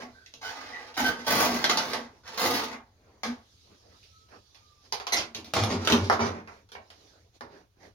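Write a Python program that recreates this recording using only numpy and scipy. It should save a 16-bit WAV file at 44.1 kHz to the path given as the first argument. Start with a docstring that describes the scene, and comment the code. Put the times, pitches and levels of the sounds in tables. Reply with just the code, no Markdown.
"""A round baking pan is dragged over the rack of a small oven: friction on grit drives the sheet metal,
steel squeaks on steel by stick-slip, knocks ring its modes and the hollow oven booms. The pan is lifted
out amid rustles of cloth and steps, and a faint far tone wavers. It is then set down on stove grates,
where it clatters, scrapes and drums, and a grate twice rings thinly. Throughout, a small hard kitchen
hums and reverberates, heard through the two microphone ports of a hand-held camera turning with the pan."""
import sys
import numpy as np
from scipy import signal
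from scipy.fft import rfft, irfft, next_fast_len
from scipy.io import wavfile
from scipy.ndimage import uniform_filter1d, map_coordinates

SR = 44100
rng = np.random.default_rng(int(sys.argv[2]) if len(sys.argv) > 2 else 0)


def master_out(mix):
    """Clip the mix to full scale and print it as 16-bit PCM to the path in sys.argv[1]."""
    frames = np.transpose(np.atleast_2d(mix))
    ceiling = np.clip(frames, -1, 1)
    pcm = np.round(ceiling * 32767).astype(np.int16)
    wavfile.write(sys.argv[1], SR, pcm)


N = 350358
LIFTED_S, TOP_HZ = 3.6, 15950  # the pan leaves the oven; upper band limit
SETTLE_S = 0.0403  # the pan's weight lands on the hollow body after the rim touches


def amp(db):
    return 10 ** (np.asarray(db) / 20)


def unit_rms(x):
    return x / np.sqrt(np.mean(x ** 2) + 1e-20)


def over_frequency(points, hz):
    """Interpolation of (frequency, value) points on a logarithmic axis."""
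    freqs, values = np.transpose(points)
    return np.interp(np.log(hz + 1), np.log(freqs + 1), values)


def over_time(rows):
    """Linear interpolation of (time, values...) rows at every sample."""
    times, *columns = np.transpose(rows)
    return np.array([np.interp(np.arange(N) / SR, times, column) for column in columns])


def wobble(rate):
    """Smooth random modulation with rate knots a second."""
    return map_coordinates(rng.standard_normal(int(N * rate / SR) + 4), [np.arange(N) * rate / SR])


def minimum_phase(gain):
    """Causal impulse response of unit energy, from the folded cepstrum of a magnitude spectrum."""
    cepstrum = irfft(np.log(gain + 1e-6))
    half = len(cepstrum) // 2
    cepstrum[1:half] *= 2
    cepstrum[half + 1:] = 0
    pulse = irfft(np.exp(rfft(cepstrum)))
    return pulse / np.linalg.norm(pulse)


def band_gains(db, weight_db, sharp_db):
    """Low, middle and high gains of a force: weight offsets the low band, sharpness the high."""
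    return amp(np.array([db + weight_db, db, db + sharp_db]))


def stroke(start, rise, hold, db, slowing, weight_db, sharp_db):
    """Friction follows speed: the pan catches, slides evenly, then fades and dulls as it slows."""
    t = np.arange(N) / SR - start
    lost_db = np.minimum(20 * (np.maximum(t - rise - hold, 0) / slowing) ** 2, 120)
    attack = np.clip(t / np.array([[rise + SETTLE_S], [rise], [rise]]), 0, 1)
    return attack * band_gains(db - lost_db, weight_db, sharp_db - 0.076 * lost_db)


# Strokes of the pan over rack, then grates:
# (start [s], rise [s], hold [s], relative force [dB], time to lose 20 dB [s], weight [dB], sharpness [dB])
PAN_STROKES = [(0, 0.0027, 0.032, -41.5, 0.0037, -2, -3.5), (0.411, 0.0059, 0.055, -41, 0.1, -36, 0.5),
               (0.528, .03, 0.23, -46, 0.2, -20.5, -3), (0.967, .003, 0.1, -31, 0.06, -4, -1),
               (1.121, .03, 0.037, -46.5, 0.51, -4.5, -1), (1.264, 0.003, 0.13, -26.5, 0.1925, -7.5, -0.5),
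               (1.487, 0.032, 0.39, -38.5, 0.1569, -5, -0.5),
               (2.229, 0.046, 0.14, -45.5, 0.0875, -13, -0.5), (2.365, 0.04, 0.11, -31, 0.1933, -7, 0.5),
               (2.655, .04, 0.039, -44.5, 0.03, -12.5, -6.5), (5.12, 0.0055, .02, -27, 0.005, -5, 4.5),
               (5.163, 0.0047, 0.0049, -27.5, .06, -5, 6.5), (5.537, 0.016, 0.016, -24.5, 0.0731, -1, 2),
               (5.615, 0.014, 0.045, -36.5, 0.09, 7.5, 0), (5.685, 0.029, 0.0087, -29, 0.06, 6.5, -0.5),
               (5.777, 0.035, 0.04, -37, 0.0361, 3, -4), (5.9, 0.025, 0.019, -22, 0.0319, -6, -3.5),
               (5.974, 0.011, 0.054, -39.5, 0.0756, 6, 3), (6.1, 0.013, 0.0065, -30.5, 0.0517, -1, -1.5),
               (6.193, 0.003, 0.029, -28, 0.0956, 4, -3), (6.306, 0.032, 0.024, -42, 0.08, 2, -9.5)]
def sliding(on_rack, grit_db, lumpy_db, trim_db):
    """Sliding friction: uneven grit comes in lumps as the rim catches; the weight drags evenly."""
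    grit = rng.standard_normal(N) * amp(grit_db * np.minimum(rng.exponential(size=N), 3))
    lumps = amp(lumpy_db * 2 * np.tanh(0.32 * wobble(45) + 0.8 * wobble(220)))
    grit = unit_rms(grit * lumps)
    force = np.array([rng.standard_normal(N), grit, grit])
    envelope = sum(stroke(*row) for row in PAN_STROKES if (row[0] < LIFTED_S) == on_rack)
    return force * amp(trim_db) * envelope


def resonate(force, modes, spectrum, band=lambda hz: 1):
    """Forced vibration: Lorentzian peaks stand over the dense modal spectrum of a metal part."""
    hz = np.fft.rfftfreq(16384, 1 / SR)
    peaks = sum(amp(2 * db) / (1 + (2 * (hz - centre) / width) ** 2) for centre, width, db in modes)
    gain = amp(over_frequency(spectrum, hz)) * np.sqrt((1 + peaks) * band(hz))
    return signal.oaconvolve(force, minimum_phase(gain))[:N]


def sheet_metal(forces, modes, spectrum, low_hz, high_hz):
    """Superposition: three bands of one force drive the low, middle and high modes."""
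    low = lambda hz: 1 / (1 + (hz / low_hz) ** 6)
    high = lambda hz: 1 / (1 + (high_hz / (hz + 1)) ** 6)
    middle = lambda hz: np.abs(1 - low(hz) - high(hz))
    return sum(resonate(force, modes, spectrum, band) for force, band in zip(forces, (low, middle, high)))


# Prominent modes of the oven: (frequency [Hz], bandwidth [Hz], prominence [dB])
OVEN_MODES = [(239.3, 20, 15), (475, 56, 7), (706, 66, 8.5), (887, 34, 11.5), (1125, 22, 9.5),
              (1229, 13, 6), (1564, 65, 5), (2038, 150, 3.5)]
# Its dense ring: (frequency [Hz], relative spectral density [dB])
OVEN_SPECTRUM = [(30, -33.5), (70, -3), (200, -3), (900, 0.5), (2500, 4.5), (5000, 4), (10000, -11),
                 (16000, -27.5)]
def oven(forces):
    """Modal resonance of the oven, driven through its rack."""
    return sheet_metal(forces, OVEN_MODES, OVEN_SPECTRUM, low_hz=347, high_hz=2440)


# Modes of the thin rack wires: (frequency [Hz], bandwidth [Hz], prominence [dB])
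WIRE_MODES = [(9800, 57, 5), (11100, 43, 8.5), (13200, 26, 7.5), (14400, 40, 8.5), (14800, 24, 10),
              (15400, 33, 9)]
# Their rasp: (frequency [Hz], relative spectral density [dB])
WIRE_SPECTRUM = [(6000, -37.5), (9000, 0.5), (16000, 10.5)]
def wire_rasp(rim_force):
    """Nonlinear contact: the harder the rim presses, the more strongly it drives the wires."""
    pressure = np.abs(uniform_filter1d(rim_force ** 2, 400)) ** 0.3
    return amp(18) * resonate(rim_force * pressure, WIRE_MODES, WIRE_SPECTRUM)


# Cloth and feet: (centre [s], time to fall 20 dB either side [s], shuffle level [dB], hiss level [dB])
CLOTH_AND_STEPS = [(0, 0.26, -61, -87.5), (.3, 2.1, -87.5, -68.5), (2.17, 0.1, -64, -72),
                   (3.1, 0.2, -68, -89.5), (3.6, -0.33, -88, -71.5), (3.73, 0.06, -70, -91),
                   (3.92, 0.16, -70.5, -88), (4.05, 0.2, -92, -70), (4.35, 0.06, -55.5, -73),
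                   (4.6, 2, -82, -69.5), (4.86, 0.03, -67.5, -70), (6.55, 0.1, -61.5, -66),
                   (7.04, 0.28, -85, -66), (7.11, 0.2, -68.5, -93), (7.361, 0.03, -71, -64.5),
                   (7.56, 0.1, -56.5, -67), (7.852, -0.07, -55.5, -63)]
def rustles(still_shuffle_db=-86, still_hiss_db=-87.5):
    """Gaussian envelopes: the gains of dull shuffle and bright hiss swell over a steady floor."""
    centre, fall, shuffle_db, hiss_db = np.transpose(CLOTH_AND_STEPS)[..., None]
    t = np.arange(0, N + 256, 256) / SR
    bell_db = -20 * ((t - centre) / fall) ** 2
    shuffle = amp(shuffle_db + bell_db).sum(axis=0) + amp(still_shuffle_db)
    hiss = amp(hiss_db + bell_db).sum(axis=0) + amp(still_hiss_db)
    return [np.interp(np.arange(N) / SR, t, gain) for gain in (shuffle, hiss)]


# Likeness of diffuse sound at the two ports: (frequency [Hz], coherence [0-1])
PORT_COHERENCE = [(30, .6), (60, .93), (150, .99), (300, .95), (600, .7), (1200, .1), (2000, 0)]
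def diffuse(pair):
    """Diffuse-field coherence: two unrelated signals mix to agree only at long wavelengths."""
    size = next_fast_len(pair.shape[1])
    coherence = over_frequency(PORT_COHERENCE, np.fft.rfftfreq(size, 1 / SR))
    angle = np.arccos(np.clip(coherence, -1, 1)) / 2
    mid, side = irfft(rfft(pair, size) * [np.cos(angle), np.sin(angle)], size)[:, :pair.shape[1]]
    return np.array([mid + side, mid - side])


# Kitchen hum, dull shuffle and bright hiss: (frequency [Hz], relative spectral density [dB])
HUM_SPECTRUM = [(20, -37.5), (45, -14), (65, -2), (95, 11.5), (130, -14.5), (300, -74.5)]
SHUFFLE_SPECTRUM = [(100, -38), (170, -5), (400, -1.5), (1200, -10), (2400, -15), (8000, -81)]
HISS_SPECTRUM = [(1000, -33.5), (2500, -2.5), (4000, 7.5), (6500, 4), (9000, -1.5), (16000, -12)]
def background():
    """Spectrally shaped noise: hum, shuffle and hiss, each in soft patches of time and frequency."""
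    out, hz = np.zeros((2, N)), np.fft.rfftfreq(1024, 1 / SR)
    shuffle, hiss = rustles()
    layers = [(amp(-70.5), HUM_SPECTRUM, 1.5), (shuffle, SHUFFLE_SPECTRUM, 3.5), (hiss, HISS_SPECTRUM, 2.2)]
    for gain, spectrum, patchy_db in layers:
        noise = signal.stft(rng.standard_normal((2, N)), nperseg=1024)[2]
        patches = uniform_filter1d(rng.standard_normal(noise.shape[1:]), 12, axis=0)
        patches = unit_rms(uniform_filter1d(patches, 5, axis=1))
        colour = amp(over_frequency(spectrum, hz)[:, None] + patchy_db * patches)
        pair = signal.istft(noise * colour, nperseg=1024)[1]
        out += gain * amp(2.5) * unit_rms(diffuse(pair[:, :N]))
    return out


# Steel squeaks, and two thin high rings of the stove grate (the last two rows):
# (time [s], duration [s], pitch [Hz], level [dB], harmonics [count], roughness [ratio, capped at 0.5])
SQUEAKS_AND_RINGS = [(0.139, 0.12, 1546, -55, 0.56, 0.54), (.435, 0.054, 1505, -39.5, 1.5, 0.55),
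                     (0.717, 0.1, 1963, -46, 1.1, 0.54), (.97, 0.044, 1510, -33, 1.3, 0.06),
                     (1.036, 0.073, 1543, -28, 1.4, 0.42), (5.123, 0.032, 2051, -25.5, 7.5, 0.6),
                     (5.121, 0.011, 2083, -25, 1, 0.2), (5.17, 0.017, 5420, -24, 0.8, .5),
                     (5.952, 0.053, 5900, -42.5, 1, 0), (6.199, 0.075, 5931, -32.5, 0.52, 0.09)]
def squeaks_and_rings():
    """Stick-slip gives a squeak its short harmonic series; a ringing grate mode gives one thin tone."""
    out, order = np.zeros(N + SR), np.arange(1, 8)[:, None]
    for start, length, pitch_hz, db, harmonics, rough in SQUEAKS_AND_RINGS:
        n = round(length * SR)
        jitter = uniform_filter1d(rng.standard_normal((2, SR // 2)), 150, axis=1)[:, :n]
        drift, flutter = jitter * np.clip(rough, 0, 0.5)
        phase = 2 * np.pi * np.cumsum(pitch_hz * (1 + 0.5 * drift)) / SR
        gains = np.clip(harmonics - order + 1, 0, 1) * (order * pitch_hz < TOP_HZ) * amp(-1.5 * order)
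        swell = np.sqrt(np.sin(np.pi * np.linspace(0, 1, n) ** 0.7)) * amp(100 * flutter)
        out[round(start * SR):][:n] += amp(db) * swell * (gains * np.sin(order * phase)).sum(axis=0)
    return out[:N]


# Knocks on the rack, later on stove and counter:
# (time [s], relative force [dB], weight [dB], sharpness [dB], rattle T60 [s])
PAN_KNOCKS = [(0.262, -57.5, -3, 20.5, 0.036), (0.339, -44.5, -5, 10.5, 0.017),
              (0.942, -44.5, -11.5, 8.5, 0.3), (0.968, -30.5, -15, 0, 0.035),
              (1.642, -12.5, -37, 0.5, 0.072), (1.696, -9.5, -21.5, 1, 0.09), (1.773, -16, -19.5, 1, 0.2),
              (1.934, -18.5, -30, 1, 0.093), (2.278, -39.5, -34, 4.5, 0.08), (2.376, -23.5, -22, -0.5, 0.2),
              (2.43, -20.5, -7.5, 0, .06), (3.234, -22.5, -5.5, -1, 0.24), (4.03, -66, -8.5, 20, 0.15),
              (4.288, -55.5, -14.5, 0, 0.26), (4.547, -50.5, -19, 6.5, 0.168), (4.853, -59, 4, 3, 0.089),
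              (4.924, -21, -36.5, 5, 0.07), (5, -29, -38, -2, 0.06), (5.069, -26.5, -34.5, 2.5, 0.1),
              (5.348, -33, 2, 7, 0.16), (5.445, -43.5, 1.5, 7, 0.27), (5.537, -16, -3, 4, 0.041),
              (5.568, -14.5, -16.5, -9.5, 0.035), (5.637, -19.5, -5, 4, 0.025),
              (5.85, -26.5, -16.5, 2, 0.11), (5.874, -13.5, -39.5, 2.5, 0.027), (5.9, -11.5, 0.5, -3, 0.08),
              (5.923, -13.5, -44.5, 5, 0.031), (6.099, -9.5, -13, -9.5, 0.016), (6.127, -26, -20, 3, 0.043),
              (6.193, -19.5, -16, -16, 0.27), (6.475, -34, -20, -10, 0.14), (6.69, -52.5, -16, 4, .08),
              (6.719, -39.5, -15, 3.5, 0.13), (6.752, -27, -21.5, -39, 0.025),
              (6.903, -42.5, -18, 5, 0.042), (7.409, -32, -3.5, -4, 0.044)]
def knocks():
    """Impulsive excitation: a sharp blow, a dying rattle of loose parts, then the settling weight."""
    force, t = np.zeros((3, N + SR)), np.arange(SR // 2) / SR
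    settling = t / SETTLE_S * np.exp(1 - (t / SETTLE_S) ** 2)
    for start, db, weight_db, sharp_db, t60 in PAN_KNOCKS:
        loose, crack, thud = rng.standard_normal((3, len(t)))
        impact = 0.62 * loose * amp(-60 * t / t60) + 1.73 * crack * amp(-60 * t / 0.0073)
        impact[0] += 8  # the blow itself
        bands = np.array([0.41 * impact + 0.34 * thud * settling, impact, impact])
        force[:, round(start * SR):][:, :len(t)] += band_gains(db - 4, weight_db, sharp_db)[:, None] * bands
    return force[:, :N]


# The bare click of metal on metal: (frequency [Hz], relative spectral density [dB])
CLICK_SPECTRUM = [(5000, -15.5), (8000, 2), (12000, -1.5), (16000, -12.5)]
def clicks(rim_force):
    """Contact transient: each blow radiates broadband treble with no distinct modes."""
    return amp(-13) * resonate(rim_force, [], CLICK_SPECTRUM)


# Drumming of oven or stove: (time [s], twice the rise time [s], frequency [Hz], relative level [dB])
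BODY_BOOMS = [(1.46, .13, 237.4, -30.5), (3.24, .085, 238.2, -27), (5.599, .09, 101.5, -28.5),
              (5.7, .14, 95, -31), (5.89, .11, 230.6, -24), (5.961, .14, 95, -27.5),
              (6.183, 0.097, 230.6, -27.5), (6.21, 0.1346, 89.8, -34)]
def booms():
    """Resonance of a hollow body: under the pan's shifting weight one low mode swells, wavers and dies."""
    out, waver = np.zeros(N + SR), wobble(30)
    for start, length, pitch_hz, db in BODY_BOOMS:
        t = np.arange(round(2 * length * SR)) / SR
        span = slice(round(start * SR), round(start * SR) + len(t))
        swell = 2 * t / length * np.exp(1 - (2 * t / length) ** 2 / 2)
        phase = 2 * np.pi * np.cumsum(pitch_hz * (1 + 0.02 * waver[span])) / SR
        out[span] += amp(db - 7 + 2.5 * waver[span]) * swell * np.sin(phase)
    return out[:N]


# A thin far whistle: (time [s], frequency [Hz], level [dB])
WHISTLE_CONTOUR = [(3.8, 1280, -90.5), (3.9, 1320, -80.5), (4.05, 1305, -89.5), (4.14, 1293, -68.5),
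                   (4.27, 1282, -69), (4.5, 1231, -91), (4.6, 1218, -74), (4.78, 1190, -73),
                   (4.9, 1150, -113)]
def whistle():
    """Random amplitude and frequency modulation make one faint tone flutter and waver."""
    hz, db = over_time(WHISTLE_CONTOUR)
    envelope = amp(db + 4 * wobble(45))
    phase = 2 * np.pi * np.cumsum(hz * (1 + 0.011 * wobble(90))) / SR
    return envelope * np.sin(phase)


# Prominent modes of the stove: (frequency [Hz], bandwidth [Hz], prominence [dB])
STOVE_MODES = [(92.5, 16, 20.6), (178.6, 11, 7.4), (230.4, 14, 16.2), (400, 15, 12.1), (550, 25, 7.3),
               (745, 105, 4), (1083, 1150, 6.2), (2280, 266, 5)]
# Its dense ring: (frequency [Hz], relative spectral density [dB])
STOVE_SPECTRUM = [(30, -35.5), (70, -10), (300, -2), (1000, -0.5), (2500, -1.5), (5000, 1), (10000, -13.5),
                  (16000, -26)]
def stove(forces):
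    """Modal resonance of the stove, driven through its grates."""
    return sheet_metal(forces, STOVE_MODES, STOVE_SPECTRUM, low_hz=375, high_hz=2400)


# Reverberation time of the kitchen: (frequency [Hz], T60 [s])
KITCHEN_T60 = [(100, 0.5), (250, 0.32), (1000, 0.32), (5000, 0.18), (9000, 0.2), (15000, 0.16)]
def kitchen(x):
    """Time-varying reverberation: pan and camera move, so each stretch of sound gets its own tail."""
    hop = SR // 8
    count = N // hop + 2
    stretches = np.lib.stride_tricks.sliding_window_view(np.pad(x, (hop, 2 * hop)), 2 * hop)[::hop][:count]
    hz, t, noise = signal.stft(rng.standard_normal((count, 2, 3 * hop)), SR, nperseg=256)
    decay = amp(-60 * t / over_frequency(KITCHEN_T60, hz)[:, None])
    tails = signal.istft(noise * decay, SR, nperseg=256)[1]
    tails /= np.sqrt(np.mean(np.sum(tails ** 2, axis=2)))
    wet = signal.fftconvolve((stretches * np.sqrt(np.hanning(2 * hop)))[:, None], tails, axes=2)
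    out = np.zeros((2, N + 8 * hop))
    for k, stretch in enumerate(wet):
        out[:, k * hop:][:, :stretch.shape[1]] += stretch
    return diffuse(out[:, hop:hop + N])


# Where the camera faces: (time [s], left minus right treble [dB], left lead [samples])
CAMERA_TURN = [(0, -0.5, 5.9), (2.2, 1, 3.1), (3.3, 2, 5.6), (3.7, -0.5, 16), (4.7, -4, 16.3),
               (5.6, 2, 0.27), (6.3, 0, 12.34), (7.94, -4.5, 12)]
def facing(pair, shadow_hz):
    """Path difference and acoustic shadow: one port leads, and the body shades one side's treble."""
    balance_db, lead = over_time(CAMERA_TURN)
    left = map_coordinates(pair[0], [np.arange(N) + lead], mode="nearest")
    pair = np.array([left, pair[1]])
    treble = signal.sosfiltfilt(signal.butter(1, shadow_hz, "high", fs=SR, output="sos"), pair)
    return pair + treble * (amp([balance_db / 2, -balance_db / 2]) - 1)


def scene():
    """Superposition of direct sound, reverberant field and background at the turning ports."""
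    blows, in_oven = knocks(), np.arange(N) < LIFTED_S * SR
    rack_drag = sliding(on_rack=True, grit_db=3.5, lumpy_db=3.0, trim_db=1.5)
    grate_drag = sliding(on_rack=False, grit_db=4, lumpy_db=2.5, trim_db=-4.5)
    pan = oven(rack_drag + blows * in_oven) + stove(grate_drag + blows * ~in_oven)
    pan += wire_rasp(rack_drag[2]) + clicks(blows[2])  # driven by the high band alone
    tones = squeaks_and_rings()
    direct = amp(-6.5) * pan + tones + booms()
    # the bass stays near its source
    carried = signal.sosfilt(signal.butter(2, 260, "high", fs=SR, output="sos"), pan)
    reverberant = kitchen(amp(-2.5) * carried + amp(-1) * tones + whistle())
    return facing(direct + reverberant + background(), shadow_hz=700)


# Response of the microphone ports: (frequency [Hz], left gain [dB], right gain [dB])
PORT_RESPONSE = [(100, 3.5, 3), (6230, -2, 2.5), (6690, 4.5, -18), (7557, -12, -27.5), (9450, -5.5, -10),
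                 (12500, -5, -6), (16000, -4.5, -43.5)]
def record(dry):
    """Above resonance both ports lose treble, the right one more; nothing passes the band limit."""
    size = next_fast_len(N + SR // 4)
    hz = np.fft.rfftfreq(size, 1 / SR)
    left_db = over_frequency([(f, left) for f, left, _ in PORT_RESPONSE], hz)
    right_db = over_frequency([(f, right) for f, _, right in PORT_RESPONSE], hz)
    capsule_noise = amp(-74) * rng.standard_normal(dry.shape)
    return irfft(rfft(dry + capsule_noise, size) * amp([left_db, right_db]) * (hz < TOP_HZ), size)[:, :N]


dry = scene()
out = record(dry)
master_out(out)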